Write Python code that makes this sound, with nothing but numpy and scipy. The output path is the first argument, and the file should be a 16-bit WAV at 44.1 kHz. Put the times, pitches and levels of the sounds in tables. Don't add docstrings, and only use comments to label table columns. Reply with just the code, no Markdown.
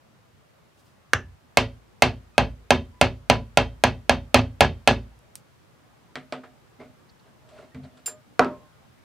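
import sys
import numpy as np
from scipy import signal
from scipy.fft import rfft, irfft
from scipy.io import wavfile
from scipy.ndimage import uniform_filter1d

SR = 44100
rng = np.random.default_rng(int(sys.argv[2]) if len(sys.argv) > 2 else 0)


def int16_out(signal):
    q = np.round(np.clip(np.atleast_2d(signal).T, -1, 1) * 32767)
    wavfile.write(sys.argv[1], SR, q.astype(np.int16))


def attenuation_scalar(level_db):
    decades = np.asarray(level_db, float) / 20
    return 10 ** decades


N = 398663


def evened(x):
    return x / np.sqrt(np.mean(x ** 2) + 1e-20)


def read(points, hz):
    f, value = np.transpose(points)
    return np.interp(np.log(hz + 1), np.log(f + 1), value)


def add(mix, s, sound):
    part = mix[:, round(s * SR):][:, :sound.shape[-1]]
    part += sound[..., :part.shape[1]]


def coloured(x, gain_db):
    size = x.shape[-1]
    gain = attenuation_scalar(gain_db(np.fft.rfftfreq(size, 1 / SR)))
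    return irfft(rfft(x) * gain, size)


def smoothed_noise(shape, across, along):
    patches = uniform_filter1d(rng.standard_normal(shape), across, axis=0)
    return evened(uniform_filter1d(patches, along, axis=1))


def wide_noise(size, same, treble=0.):
    shared, apart = rng.standard_normal((2, size))
    apart = apart + treble * np.diff(apart, prepend=0)
    return shared + np.sqrt(np.clip(1 - same, 0, 1)) * apart * [[1], [-1]]


def stroke(rise, fall):
    ends_db, roundness = -22, 1.5
    t = np.arange(0, rise + fall, 1 / SR)
    return np.interp(t, [0, rise, rise + fall], [1, 0, 1]) ** roundness * ends_db


def rings(modes, bright=0., detune=0., rise=1e-4, flip=False, loose=0., size=SR // 2):
    wobble_db, uneven_db, lag_hz = 4, 3, 250
    hz, db, t60 = np.transpose(modes)[:, :, None]
    hz = hz * (1 + detune * rng.standard_normal(hz.shape))
    t = np.arange(size) / SR
    beat_hz, start = rng.uniform(7, 22, hz.shape), rng.random(hz.shape)
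    uneven = rng.standard_normal(hz.shape)
    wobble = np.sin(2 * np.pi * (beat_hz * t + start))
    db = db + loose * (uneven_db * uneven + wobble_db * wobble)
    build_up = 1 - np.exp(-t / (rise * (1 + loose * lag_hz / hz)))
    level = attenuation_scalar(db + bright * np.log2(hz / 1000) - 60 * t / t60) * build_up
    side = (-1.) ** (flip * np.arange(len(modes)))[:, None]
    return (side * level * np.sin(2 * np.pi * hz * t)).sum(0)


# (frequency [Hz], level [dB per Hz])
HUM_COLOUR = [(15, -56), (25, -27), (48, -7.5), (85, -5.5), (121, 3), (160, -11.5), (202, -6), (245, -12),
              (368, -13), (630, -14.5), (1220, -17), (1510, -19.5), (3600, -27), (15200, -39.5),
              (16500, -53)]


def room_hum():
    hum_db, patch_db = -57, 2.2
    hz, _, z = signal.stft(wide_noise(N + 2048, 0.18), SR, nperseg=1024, noverlap=768)
    patches = smoothed_noise(z.shape[1:], 3, 14)
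    drift_db = patch_db * patches / (1 + (hz[:, None] / 1800) ** 2)
    z = z * attenuation_scalar(read(HUM_COLOUR, hz)[:, None] + drift_db)
    hum = signal.istft(z, SR, nperseg=1024, noverlap=768)[1]
    return attenuation_scalar(hum_db) * evened(hum[:, :N])


def hum_swell():
    rise_db_per_s, shaken_db, settle_s = 0.24, 3.5, 0.14
    t = np.arange(N) / SR
    stirred = sum((t > row[0]) * np.exp(-abs(t - row[0]) / settle_s) for row in BLOWS + LAID_DOWN)
    return attenuation_scalar(rise_db_per_s * (t - t.mean()) + shaken_db * stirred)


# (start [s], length [s], pitch [Hz], level [dB], octave above [dB])
SQUEAKS = [
    (2.343, 0.036, 1250, -58, -3),
    (2.912, 0.17, 996, -58.5, -13),
    (6.079, 0.085, 1000, -63.5, -22),
    (7.713, 0.04, 1872, -61, -20),
    (8.081, 0.16, 615, -48.5, -12),
]


def squeaks(mix):
    for s, length, hz, db, octave_db in SQUEAKS:
        t = np.arange(0, length, 1 / SR)
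        tone = np.sin(2 * np.pi * hz * t) + attenuation_scalar(octave_db) * np.sin(4 * np.pi * hz * t)
        add(mix, s, attenuation_scalar(db) * tone * np.sin(np.pi * (t / length) ** 0.6) ** 2)


# (start [s], rise [s], fall [s], peak level [dB])
RUSTLE = [
    (.74, 0.063, .05, -67),
    (.83, .03, 0.12, -68),
]


def rustle(mix):
    cloth = [(1500, -44), (3000, 5), (10000, -3.5), (14000, -9)]  # Hz, dB
    for s, rise, fall, db in RUSTLE:
        level = attenuation_scalar(db + stroke(rise, fall))
        hiss = coloured(wide_noise(len(level), 0.87), lambda hz: read(cloth, hz))
        add(mix, s, evened(hiss) * level)


# (time of peak [s], half length [s], centre pitch [Hz], level [dB])
SCUFFS = [
    (7.2, 0.009, 4100, -63),
    (7.85, .02, 4100, -60),
    (7.1, 0.011, 4500, -59),
    (7.585, .012, 2700, -59),
    (9.3, .02, 4000, -65),
    (8.1, 0.054, 4100, -62),
]


def scuffs(mix):
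    for s, length, centre_hz, db in SCUFFS:
        t = np.arange(0, 2 * length, 1 / SR)
        puff = coloured(wide_noise(len(t), 1.0), lambda hz: -np.minimum(12 * abs(hz - centre_hz) / 900, 50))
        add(mix, s - length, attenuation_scalar(db) * evened(puff) * np.sin(np.pi * t / (2 * length)) ** 2)


# (start [s], hold [s], let-go [s], level [dB])
LEANS = [
    (7.744, 0.12, 0.028, -38.5),
]
# (frequency [Hz], level [dB])
LEAN_TONES = [(88, -6), (139, 1), (205, -8.5), (254, 0.5)]


def leans(mix):
    for s, hold, release, db in LEANS:
        t = np.arange(0, hold + release, 1 / SR)
        tones = np.zeros(len(t))
        for hz, tone_db in LEAN_TONES:
            rocking = np.sin(2 * np.pi * (rng.uniform(10, 10.5) * t + rng.random()))
            tones += attenuation_scalar(tone_db + 5.6 * rocking) * np.sin(2 * np.pi * hz * t)
        weight = np.interp(t, [0, .004, hold, hold + release], [0, 0.96, 0.56, 0.033])
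        add(mix, s, attenuation_scalar(db) * evened(tones) * weight)


# (start [s], press [s], let-go [s], peak level [dB], rumble over peak [dB])
DRAGS = [
    (6.785, 0.018, 0.14, -48, 1.5),
    (7.235, 0.029, 0.058, -54, -9),
    (7.42, 0.18, .12, -43.5, -15.5),
    (7.743, 0.0055, 0.16, -52, 0),
    (7.82, 0.02, 0.074, -45.5, -10),
    (7.891, 0.068, 0.1, -54.5, -3),
]
# (frequency [Hz], level [dB])
DRAG_HISS = [(300, -36), (410, -11), (520, -15), (620, 2), (860, -18), (2180, -25), (3200, -27),
             (4400, -29), (6000, -37), (9000, -39), (13000, -65)]
# (frequency [Hz], level [dB], time to die by 60 dB [s])
DESK = [(142, -11, 0.22), (255, -3, 0.31), (378, -6.5, 0.19), (456.4, -4.5, 0.18), (617.5, -11, 0.4),
        (725, -6, 0.19), (1240, -18, 0.19), (1465, -22.5, 0.25), (1890, -22.5, 0.091), (2250, -26, 0.067)]
# (frequency [Hz], level [dB], time to die by 60 dB [s])
THUMP = [(106, -17, .09), (139, 5.5, 0.11), (214, -7, 0.17), (250.2, 3.5, 0.5)]


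def drags(mix):
    slips_per_s = 900
    for s, rise, fall, db, low_db in DRAGS:
        level = attenuation_scalar(db + stroke(rise, fall))
        size = len(level)
        slips = (rng.random(size) < slips_per_s / SR) * attenuation_scalar(4.2 * rng.exponential(1, size))
        slips = slips * rng.standard_normal(size)
        body = evened(signal.fftconvolve(slips, rings(DESK[2:], bright=0.54, size=6000))[:size])
        hiss = evened(coloured(wide_noise(size, 0.96) + 0.9 * slips, lambda hz: read(DRAG_HISS, hz)))
        rumble = signal.fftconvolve(np.tile(slips, 2), rings(THUMP, size=6000))
        rumble = evened(rumble[size:][:size])
        add(mix, s, level * (attenuation_scalar(-14.0) * body + attenuation_scalar(-5.0) * hiss + attenuation_scalar(low_db) * rumble))


def crack(bright):
    colour = [(300, -10.5), (1500, -2.5), (5000, -3.0), (16000, -26)]  # Hz, dB
    burst = coloured(wide_noise(600, 0.94, 1.5),
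                     lambda hz: read(colour, hz) + bright * np.log2(hz / 1000 + .1))
    return burst * attenuation_scalar(-60 * np.arange(600) / SR / 0.026)


# (time [s], strength [dB], brightness [dB per octave])
CLINKS = [
    (8.0603, -27, 2.5),
]
# (frequency [Hz], level [dB], time to die by 60 dB [s])
STEEL = [(2750, -12, .07), (4880, -17, .13), (5050, -17, .09), (7181, -14, .05), (7327, -3, .15),
         (9114, -10, .11), (9330, -13, .12), (9620, -11, .08), (13870, -32, .15), (14560, -16, .05),
         (14700, -21, .1), (14830, -23, .09)]


def clinks(mix):
    tick_colour = [(1000, 2.5), (5000, 7), (9000, 10), (16000, -12)]  # Hz, dB
    for s, db, bright in CLINKS:
        tick = coloured(wide_noise(3000, 0.83), lambda hz: read(tick_colour, hz))
        fingers = attenuation_scalar(-14 / (1 + np.exp(-(np.arange(9000) / SR - .097) / .004)))
        add(mix, s, attenuation_scalar(db - 20.5 + 2.1 * bright - 60 * np.arange(3000) / SR / 0.18) * tick)
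        add(mix, s - .001, attenuation_scalar(db - 35) * crack(13.0))
        steel = rings(STEEL, bright, rise=0.0021, loose=0.38, size=9000)
        add(mix, s, attenuation_scalar(db) * fingers * steel * attenuation_scalar([[-1], [1]]))


# (frequency [Hz], time to die by 60 dB [s])
ROOM = [(50, .55), (130, .36), (350, .26), (920, .175), (2430, .19), (4500, .2), (8000, .16)]


def dense_ring(noise, colour, bright, stretch, spot_hz, focus_db, bands):
    grain_db = 1.2
    hz, t, z = signal.stft(noise, SR, nperseg=512, noverlap=384)
    near_spot = np.exp(-(np.log2((hz + 1) / spot_hz) / .2) ** 2)
    db = read(colour, hz) + bright * np.log2(hz / 1000 + .1) + focus_db * near_spot
    db = db + sum(lift_db * np.exp(-((hz - centre) / width) ** 2) for centre, width, lift_db in bands)
    z = z * attenuation_scalar(grain_db * smoothed_noise(z.shape[1:], 3, 7))
    dying_db = 60 * t / (stretch * read(ROOM, hz)[:, None])
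    tail = signal.istft(z * attenuation_scalar(db[:, None] - dying_db), SR, nperseg=512, noverlap=384)[1]
    tail = tail / abs(tail[:, :2000]).mean() / 8
    arrival = 1 - np.exp(-(np.arange(tail.shape[1]) / SR / 0.0023) ** 2)
    return tail * arrival


def hits(mix, rows, clack, body, colour, spot_db, focus_db, body_db, ring_db, stretch, alike,
         touch=1e-4, swell=0.017, rattle=.1, bands=(), size=11000):
    usual = wide_noise(size, 0.94, treble=1.5)
    for s, db, hz, bright, shake_db in rows:
        s = s + .001
        own = wide_noise(size, .94, treble=1.2)
        noise = alike * usual + np.sqrt(np.clip(1 - alike ** 2, 0, 1)) * own
        noise = noise * attenuation_scalar(0.47 * evened(uniform_filter1d(rng.standard_normal(size), 90)))
        snap = rings(clack[2:] + [(hz, spot_db, .03)], bright, detune=0.02, rise=touch, size=3000)
        thud = -rings(clack[:2], bright, detune=0.01, rise=touch, size=4000)
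        add(mix, s, attenuation_scalar(db) * snap * attenuation_scalar([[-.7], [.7]]))
        add(mix, s, attenuation_scalar(db - 9.5) * crack(bright) * 1e-4 / touch)
        add(mix, s + .0006, attenuation_scalar(db) * thud * attenuation_scalar([[-1.2], [1.2]]))
        support = rings(body, detune=0.005, rise=swell, flip=True, loose=1, size=size)
        add(mix, s, attenuation_scalar(db + body_db + shake_db) * support * attenuation_scalar([[-.5], [.5]]))
        ring = dense_ring(noise, colour, bright, stretch, hz, focus_db, bands)
        add(mix, s, attenuation_scalar(db + ring_db + rattle * shake_db) * ring)



TICKS = [
    (5.1896, -57.5, 7500, 0.26, -18),
    (5.354, -31.5, 8250, 0.58, -36),
]
TICK_CLACK = [(3150, -12, 0.0098), (5650, 10.5, 0.0014), (8800, 13.5, 0.0019), (11700, 1, 0.0042)]
TICK_RING = [(710, -52), (1200, -30), (2530, -11), (5840, -9), (6650, -8), (8260, -4.5), (16000, -19.5)]


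def ticks(mix):
    hits(mix, TICKS, TICK_CLACK, DESK, TICK_RING, spot_db=-14, focus_db=-3.5, body_db=-19,
         ring_db=-6.5, stretch=0.75, alike=0.22)


NUDGES = [
    (6.797, -31, 2120, -5.5, -13),
    (6.81, -31.5, 2130, -5.5, 6.5),
    (7.485, -43.5, 620, 6, 1),
    (7.553, -50, 2130, 4, -5),
    (7.582, -35, 1420, -5, -16),
    (7.624, -37.5, 2093, -7.5, -5),
    (7.849, -43, 2100, -2, -3),
    (7.969, -42, 1360, 5.5, 4),
]
NUDGE_CLACK = [(426, -10.5, 0.071), (620, -13.5, 0.071), (1650, -15, 0.0396), (3570, -22, .015)]
KNOCK_RING = [(88, -49.5), (150, -28), (260, -5.5), (725, -2), (1440, -1.5), (1870, -7), (2350, -6.5),
              (3570, -10.5), (6940, -27.5), (7630, -21.5), (14000, -53)]


def nudges(mix):
    hits(mix, NUDGES, NUDGE_CLACK, DESK, KNOCK_RING, spot_db=0, focus_db=8, body_db=-18.5,
         ring_db=-4, stretch=0.98, alike=1.0, touch=0.0062)


SOFT_KNOCKS = [
    (6.4340, -37, 1700, -2.3, -3),
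    (8.0737, -32, 1660, -1, -2),
]
SOFT_CLACK = [(476, -12.5, .04), (780, -8, .03), (1250, -3, .025), (1500, -6, 0.023), (2150, -10, 0.018),
              (2710, -17, .02)]


def soft_knocks(mix):
    hits(mix, SOFT_KNOCKS, SOFT_CLACK, DESK, KNOCK_RING, spot_db=-4.0, focus_db=8.5, body_db=-7.5,
         ring_db=2.0, stretch=0.85, alike=0.24, touch=.0008)


KNOCKS = [
    (6.1549, -24, 1950, -0.56, -2.5),
    (6.3232, -22, 620, -1.46, 0.5),
    (7.7461, -41, 2030, -1.3, 3),
    (8.4455, -31, 2530, 0, -19),
]
KNOCK_CLACK = [(300, -12, 0.018), (653, -9.5, 0.037), (1650, -7, 0.015), (2250, -5, 0.024),
               (3120, -6, 0.007), (3600, 9, 0.0017), (4350, -6, 0.0049), (7250, -4.5, 0.0026)]


def knocks(mix):
    hits(mix, KNOCKS, KNOCK_CLACK, DESK, KNOCK_RING, spot_db=-3.5, focus_db=8.0, body_db=-7.5,
         ring_db=0.5, stretch=0.93, alike=0.72, swell=0.0059, rattle=0.55)


LAID_DOWN = [
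    (8.393, -4.5, 1290, 0.4, 1.6),
]
LAID_CLACK = [(470, -2.5, 0.035), (745, -3, 0.06), (1420, 8.5, 0.0072), (1950, -9, 0.014),
              (2370, -5, 0.014), (3230, -5.5, 0.0084), (3750, -17, .01), (4370, -12, 0.0087),
              (4890, -7.5, 0.0071), (9200, -16, 0.004)]
LAID_DESK = [(157, -13, .26), (254.8, 0, 0.26), (391, 1.5, 0.21), (456, -1.5, 0.083), (608, -15, 0.36),
             (764, -4.5, 0.17), (953, -14, 0.3), (1055, -26.5, 0.53), (1217, -11, 0.14), (1297, -8, 0.2),
             (1520, -14.5, 0.17), (1660, -11, .18), (1906, -20, 0.14), (2400, -20, .1)]
LAID_RING = [(47, -36), (80, -16.5), (239, -6.5), (747, -3.5), (909, -4.5), (1260, -7), (1790, -16.5),
             (2490, -21), (3460, -31), (4700, -35), (15000, -67)]


def laid_down(mix):
    hits(mix, LAID_DOWN, LAID_CLACK, LAID_DESK, LAID_RING, spot_db=-16, focus_db=5, body_db=-10.0,
         ring_db=0.0, stretch=1.26, alike=0.53, size=17000, touch=0.0002)


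GLANCING = [
    (1.1328, -1.1, 1650, .3, -9),
]
GLANCING_CLACK = [(520, -13, 0.014), (1221, -8, 0.025), (1650, 2.5, 0.01), (2060, -8, 0.018),
                  (2780, -11, 0.019), (3220, -12.5, .014), (3650, -16.5, .012), (4350, -19, 0.014),
                  (6250, -11.5, .012)]
BENCH = [(56, -8, 0.51), (83.6, -4, 0.41), (112.7, -3.5, 0.36), (149, -6.5, 0.25), (221.3, -9.5, 0.34),
         (253, -1, .29), (371, -7, 0.25), (443.6, -7, .22), (514.4, -8, 0.071), (561, -3, 0.25),
         (608, -21.5, 0.3), (664, -6.5, .15), (772, -4, 0.12), (822, -7, 0.17)]
GLANCING_RINGS = [(62, 0.5, .5), (90.7, 7, 0.45), (120, 3.5, 0.35), (1200, -3.5, 0.15), (1437, -1.5, 0.11),
                  (1570, -5, 0.17), (1653, -2, 0.23), (1730, -1, .25), (2060, -6, .13), (2767, -2.5, .12),
                  (3005, -7, .12), (3440, -6.5, .13), (6100, -10.5, .14)]
GLANCING_RING = [(24, -35), (40, 7.5), (354, -9.5), (503, -5), (831, -9.5), (1680, -0.5), (2500, -15.5),
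                 (2770, -8.5), (4460, -30.5), (6020, -20), (16000, -72)]


def glancing_blow(mix):
    hits(mix, GLANCING, GLANCING_CLACK, BENCH + GLANCING_RINGS, GLANCING_RING, spot_db=-13, focus_db=1.0,
         body_db=-24.5, ring_db=-9.0, stretch=0.93, alike=0.2, size=17000, swell=0.0064)


REBOUNDS = [
    (4.391, -21.5, 1265, -0.5, -8.5),
    (4.646, -16.5, 1667, -2.5, -7),
    (4.909, -16.5, 1660, -2, -22),
]
BLOW_CLACK = [(680, 8, 0.012), (788, 6, 0.011), (2563, 4, 0.012), (3380, 7, 0.0042), (4440, -6, 0.015),
              (6160, -7.5, 0.012), (9000, -16.5, 0.00096)]
BLOW_RING = [(30, -27.5), (60, -3.5), (133, 0), (320, -12.5), (490, -9), (700, 0), (1150, -10), (2050, -13),
             (2700, -12.5), (3700, -19.5), (4500, -22.5), (6200, -32), (9000, -43.5), (16000, -68.5)]


def rebounds(mix):
    hits(mix, REBOUNDS, BLOW_CLACK, BENCH, BLOW_RING, spot_db=-1.5, focus_db=3.0, body_db=-15.5,
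         ring_db=-5.0, stretch=0.75, alike=0.36, touch=0.00052)


BLOWS = [(1.571, -5, 2150, 2.5, 2), (2.021, -2, 2074, 1.5, 0), (2.379, -4, 1626, 0, 1),
         (2.705, -3.5, 1627, 1, 1.8), (3.012, -2, 1315, 1, -0.5), (3.298, -2, 1320, 0.5, -1),
         (3.572, -3.5, 1380, 1, 0.65), (3.837, -5, 1584, 1, 3.5), (4.094, -4.5, 1615, 0.5, 0.5),
         (4.343, -1.5, 1283, 1.5, 0.6), (4.606, 0, 1340, 1, -0.5), (4.874, -4.5, 1443, 2, 5)]
SLAB = [(852, -8, .13), (940, -10, 0.16), (960, -10.5, .14), (1062, -8.5, 0.1), (1240, -10.5, 0.13),
        (2230, -13.5, 0.075), (2370, -11.5, 0.11)]
BLOCK = [(1001, -12, .22), (1684, -7, .16), (1920, -13.5, 0.2), (2153, -9, .12), (2530, -6.5, .12),
         (2620, -10, .19), (2750, -8, .11), (3000, -10.5, .11), (3170, -15, 0.25), (3640, -16.5, .22),
         (4130, -13, 0.11), (4400, -17.5, 0.18), (5900, -21.5, 0.13), (6140, -24, 0.19)]
# (centre [Hz], width [Hz], level [dB])
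BLOCK_BANDS = [(1870, 95, -4.5), (2390, 67, -4), (2630, 170, 1), (3400, 150, -3), (3920, 78, -7.5),
               (4360, 100, 2.5), (5500, 120, -4.5), (6800, 150, -4)]


def blows(mix):
    hits(mix, BLOWS, BLOW_CLACK, BENCH + SLAB + BLOCK, BLOW_RING, spot_db=-4, focus_db=0.5,
         body_db=-17.5, ring_db=-0.56, stretch=0.96, bands=BLOCK_BANDS, size=17000, alike=.87,
         swell=0.0045, rattle=0.33)


def scene():
    mix = room_hum() * hum_swell()
    blows(mix)
    rebounds(mix)
    glancing_blow(mix)
    knocks(mix)
    soft_knocks(mix)
    nudges(mix)
    laid_down(mix)
    ticks(mix)
    clinks(mix)
    drags(mix)
    leans(mix)
    scuffs(mix)
    rustle(mix)
    squeaks(mix)
    return mix


CEILING = [
    [.56],
    [.77],
]


def overloaded(dry):
    over = dry / CEILING
    return CEILING * over / (1 + abs(over) ** 8) ** (1 / 8)


def band_limit(x):
    return signal.sosfilt(signal.butter(12, 16740, fs=SR, output="sos"), x)


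def record(dry):
    flat = overloaded(dry)
    flat = signal.sosfilt(signal.butter(6, 48, "highpass", fs=SR, output="sos"), flat)
    flat = signal.oaconvolve(flat, signal.firwin(127, 16000, fs=SR)[None], "same")
    return band_limit(flat)


dry = scene()
out = record(dry)
int16_out(out)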